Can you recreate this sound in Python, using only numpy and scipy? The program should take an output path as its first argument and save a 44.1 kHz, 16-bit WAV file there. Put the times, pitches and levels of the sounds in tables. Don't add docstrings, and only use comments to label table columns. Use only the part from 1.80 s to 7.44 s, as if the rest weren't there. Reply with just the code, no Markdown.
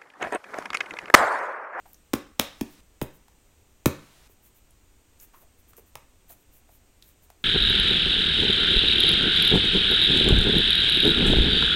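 import sys
import numpy as np
from scipy import signal
from scipy.fft import rfft, irfft, next_fast_len
from scipy.io import wavfile
from scipy.ndimage import uniform_filter1d

SR = 44100
rng = np.random.default_rng(int(sys.argv[2]) if len(sys.argv) > 2 else 0)


def wav_out(sig):
    wavfile.write(sys.argv[1], SR, np.round(np.clip(np.atleast_2d(sig).T, -1, 1) * 32767).astype(np.int16))


N = 248745
AGE = np.arange(SR // 4) / SR
TOP_HZ = 15800

# pitch_hz [Hz], level_db [dB per Hz]
SLAP_SPECTRUM = [(100, -3.5), (300, -4.5), (580, 4.5), (750, -0.5), (1100, -2), (1600, -8), (2200, -4.5),
                 (3000, -6), (3800, -6.5), (4500, -13.5), (5300, -7.5), (7500, -12), (10400, -12.5),
                 (15500, -10.5)]
# pitch_hz [Hz], level_db [dB per Hz]
RUB_SPECTRUM = [(300, -2.5), (1000, -10), (1800, -6.5), (3000, -8.5), (4800, -15.5), (6500, -4.5),
                (8000, -7), (9200, -1.5), (10400, -6), (12000, 3.5), (13500, 3), (15500, 1.5)]


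def smacks(patter_s=.0047, patter_db=-13, patter_tilt_db=0.0, pop_after_s=.0022,
           cling_after_s=.008, cling_s=.0042, cling_tilt_db=1):
    # catches, and one small smack while kneading.
    # start_s [s], closing_s (time the gap takes to close) [s], crack_db [dB], tilt_db [dB per octave],
    # gap_hz (air gap) [Hz], pop_hz [Hz], force_db [dB], squash [0-1], cling_db [dB]
    smack_list = [(0.3337, .0041, -12.5, -0.55, 1154, 325, -11.5, 0.13, -45),
                  (0.5937, .0031, -5, 0.5, 3538, 312, -17.5, 0.13, -66),
                  (0.8107, .0015, -23, -1.7, 1000, 346, -17, 0.18, -61),
                  (1.2147, 0.001038, -21, -2.5, 910, 920, -20, 0.53, -36),
                  (2.0579, .0006, -10.5, -0.5, 1150, 980, -8, 0.53, -31.5),
                  (4.1545, 0.00019, -29, 1.6, 2546, 1230, -32.5, 0.16, -70)]
    out = np.zeros(N)
    for start_s, closing_s, crack_db, tilt_db, gap_hz, pop_hz, force_db, squash, cling_db in smack_list:
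        patter = burst(np.exp(-(AGE / patter_s) ** 4), SLAP_SPECTRUM, patter_tilt_db)
        cling = burst(swell(cling_s), RUB_SPECTRUM, cling_tilt_db)
        add(out, start_s, amp(force_db + patter_db) * patter)
        add(out, start_s + closing_s, amp(crack_db) * crack(tilt_db, gap_hz, squash))
        add(out, start_s + pop_after_s, amp(force_db) * pop(pop_hz, squash))
        add(out, start_s + cling_after_s, amp(cling_db) * cling)
    return out


def crack(tilt_db, gap_hz, squash, decay_s=0.00054, decay_s_per_squash=.0032, gap_db=7):
    envelope = np.exp(-AGE / (decay_s + decay_s_per_squash * squash))
    return burst(envelope, SLAP_SPECTRUM, tilt_db, gap_hz, gap_db)


def pop(hz, squash, cycles_per_squash=7.57, thud_hz=170, thud_sag=0.47, thud_s=0.0065,
        thud_db=-21, thud_db_per_squash=21):
    pocket = sagging(hz, squash, cycles_per_squash * squash / hz)
    thud = sagging(thud_hz, thud_sag, thud_s)
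    return pocket + amp(thud_db + thud_db_per_squash * squash) * thud


def sagging(hz, sag, swell_s):
    turns = np.log1p(sag * hz * AGE) / sag
    return -swell(swell_s) * np.sin(2 * np.pi * turns)


def kneading(lead_s=.02):
    # squelch_start_s [s], rub_length_s [s], rub_db [dB],
    # pocket_hz [Hz], swell_s [s], squelch_db [dB]
    squeezes = [(0.053, 0.12, -62, 775, 0.0067, -50.5), (2.495, 0.084, -62.5, 383, 0.0022, -52.5),
                (3.533, 0.12, -60.5, 1030, 0.01, -52.5), (3.611, 0.058, -60, 650, 0.011, -59),
                (3.977, 0.051, -51, 434, 0.0085, -50), (4.494, .076, -48.5, 690, 0.012, -55),
                (4.888, .12, -62.5, 720, 0.0035, -54.5)]
    # start_s [s], length_s [s], level_db [dB]
    slides = [(0.879, 0.086, -60.5), (1.318, 0.073, -61), (2.609, .1, -59), (2.732, 0.076, -61),
              (3.383, 0.087, -50), (3.871, 0.052, -57.5), (4.699, .12, -58.5), (5.22, 0.12, -59.5)]
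    out = np.zeros(N)
    for start_s, length_s, level_db in slides:
        add(out, start_s, amp(level_db) * rub(length_s))
    for start_s, length_s, rub_db, pocket_hz, swell_s, squelch_db in squeezes:
        add(out, start_s - lead_s, amp(rub_db) * rub(length_s))
        add(out, start_s, amp(squelch_db) * squelch(pocket_hz, swell_s))
    return out


def rub(length_s, tilt_db=0.2):
    slips_per_s, slip_spread_db = 2000, 3.5
    stroke = np.sin(np.pi * np.minimum(AGE / length_s, 1)) ** 2
    slip_number = (AGE * slips_per_s).astype(int)
    slips = amp(slip_spread_db * rng.standard_normal(len(AGE))[slip_number])
    slips = slips / np.sqrt(np.mean(slips ** 2))
    return burst(stroke * slips, RUB_SPECTRUM, tilt_db)


def squelch(hz, swell_s, width=0.41):
    edge = 1 + width
    pocket = [(hz / 4, -24), (hz / edge, -13), (hz, 0), (hz * edge, -13), (hz * 3, -22), (hz * 10, -38)]
    return burst(swell(swell_s), pocket)


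def fidgeting(first_s=3.5, stroke_s=.07, stroke_db=-66, spread_db=4.0, count=10):
    out = np.zeros(N)
    step_s = (N / SR - first_s) / count
    for k in range(count):
        start_s = first_s + (k + rng.random()) * step_s
        level_db = stroke_db + spread_db * rng.standard_normal()
        add(out, start_s, amp(level_db) * rub(stroke_s))
    return out


def ticks(swell_s=0.0021, ring_db=9, below_db=-15, above_db=-12):
    # start_s [s], level_db [dB], pitch_hz [Hz]
    releases = [(0.131, -45.5, 13600), (.143, -51, 6100), (1.481, -52, 830), (2.906, -56.5, 9900),
                (3.399, -48.5, 6500), (3.932, -51, 1210), (4.496, -56, 3900), (5.223, -46, 3800),
                (5.501, -45.5, 740)]
    out = np.zeros(N)
    for start_s, level_db, pitch_hz in releases:
        patch = [(pitch_hz / 4, below_db), (pitch_hz, 0), (pitch_hz * 4, above_db)]
        tick = burst(swell(swell_s), patch, hz=pitch_hz, boost_db=ring_db)
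        add(out, start_s, amp(level_db) * tick)
    return out


def room(x, first_s=0.0045, build_s=0.0017):
    # delay_s [s], level_db [dB]
    echoes = [(.0088, -24.5), (0.0149, -18), (0.0181, -20.5)]
    # centre_hz [Hz], level_db [dB], t60_s (time to fall 60 dB) [s]
    tail_bands = [(75.6, -10, 0.14), (149.7, -18, 0.56), (300, -16, 0.32), (560, -9, 0.34),
                  (1296, -7, 0.42), (2217, -9, 0.38), (4300, -10, 0.38), (8580, -11, 0.21),
                  (15100, -14.5, 0.19)]
    # pitch_hz [Hz], level_db [dB], t60_s [s]
    modes = [(133, -2.5, 0.14), (640, -22, .36), (1110, -5.5, 0.49), (1950, -6, .45)]
    t = np.arange(SR * 2 // 3) / SR
    onset = 1 - np.exp(-np.maximum(t - first_s, 0) / build_s)
    response = np.zeros(N)
    for hz, level_db, t60_s in tail_bands:
        band = [(hz / 3, -40), (hz / 1.7, -8), (hz / 1.2, 0), (hz * 1.2, 0), (hz * 1.7, -8), (hz * 3, -40)]
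        fade = onset * np.exp(-np.log(1000) * t / t60_s)
        tail = burst(fade, band)
        share = np.sqrt(np.mean(contour(len(t), band) ** 2))
        add(response, 0, amp(level_db) * share * tail / np.linalg.norm(tail))
    for delay_s, level_db in echoes:
        response[int(delay_s * SR)] += amp(level_db)
    for hz, level_db, t60_s in modes:
        fade = onset * np.exp(-np.log(1000) * t / t60_s)
        wave = 2 * np.cos(2 * np.pi * hz * t)
        add(response, 0, amp(level_db) * wave * fade / fade.sum())
    return x + signal.fftconvolve(x, response[:SR])[:N]


def background(quiet_db=-59, whine_trim_db=-4.0, waver_db=2):
    # pitch_hz [Hz], level_db [dB per Hz]
    quiet_spectrum = [(25, -2), (80, -6), (140, -17.5), (300, -17), (600, -23.5), (1100, -27.5),
                      (1750, -29.5), (2600, -28.5), (4800, -34.5), (6200, -33), (8400, -29), (10400, -41),
                      (12500, -35), (15500, -37)]
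    # pitch_hz [Hz], level_db (before trim and waver) [dB]
    whines = [(5949, -77.5), (6616, -87.5), (6821, -77), (7461, -86), (7682, -89.5), (8317, -76.5)]
    t = np.arange(N) / SR
    out = amp(quiet_db) * hiss(quiet_spectrum)
    for pitch_hz, level_db in whines:
        waver = np.interp(t, np.linspace(0, t[-1], 10), rng.standard_normal(10))
        tone = np.sqrt(2) * np.sin(2 * np.pi * pitch_hz * t)
        out += amp(level_db + whine_trim_db + waver_db * waver) * tone
    return out


def hiss(points):
    x = irfft(rfft(rng.standard_normal(N)) * contour(N, points), N)
    return x / x.std()


def burst(envelope, points, tilt_db=0, hz=1000, boost_db=0):
    size = next_fast_len(len(envelope) + SR // 50, real=True)
    smooth_bins = 110 * size // SR
    spectrum = rfft(envelope * rng.standard_normal(len(envelope)), size)
    power = uniform_filter1d(np.abs(spectrum) ** 2, smooth_bins)
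    gain = contour(size, points, tilt_db, hz, boost_db) / np.sqrt(power)
    cepstrum = irfft(np.log(gain), size)
    causal_filter = np.exp(rfft(2 * cepstrum[:size // 2], size))
    x = irfft(spectrum * causal_filter, size)
    return x * np.linalg.norm(envelope) / np.linalg.norm(x)


def contour(size, points, tilt_db=0, hz=1000, boost_db=0, width=0.25):
    at_hz, level_db = np.transpose(points)
    octave = np.log2(np.maximum(np.fft.rfftfreq(size, 1 / SR), 1))
    resonance = boost_db / (1 + ((octave - np.log2(hz)) / width) ** 2)
    above_top = np.maximum(octave - np.log2(TOP_HZ), 0)
    shape_db = np.interp(octave, np.log2(at_hz), level_db)
    return amp(shape_db + tilt_db * octave + resonance) * np.exp(-10 * above_top)


def swell(peak_s):
    return (AGE / peak_s * np.exp(1 - AGE / peak_s)) ** 2


def amp(db):
    return 10 ** (np.asarray(db) / 20)


def add(track, start_s, sound):
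    start = max(int(start_s * SR), 0)
    track[start:start + len(sound)] += sound[:N - start]


def scene():
    hands = smacks() + ticks() + kneading() + fidgeting()
    return (room(hands) + background())[None]


def record(dry, hiss_db=-60):
    overload, hold = .48, int(.41 * SR)
    loud = 1. * (np.abs(dry[0]) > overload)
    hissy = signal.fftconvolve(loud, np.ones(hold))[:N] > .5
    range_hiss = hiss([(200, 6.0), (3000, 5), (8000, -0.5), (15000, -7.5)])
    sound = dry + amp(hiss_db) * hissy * range_hiss
    top_cut = signal.ellip(8, .2, 70, TOP_HZ, fs=SR, output="sos")
    return signal.sosfilt(top_cut, np.clip(sound, -1, 1))


dry = scene()
out = record(dry)
wav_out(out)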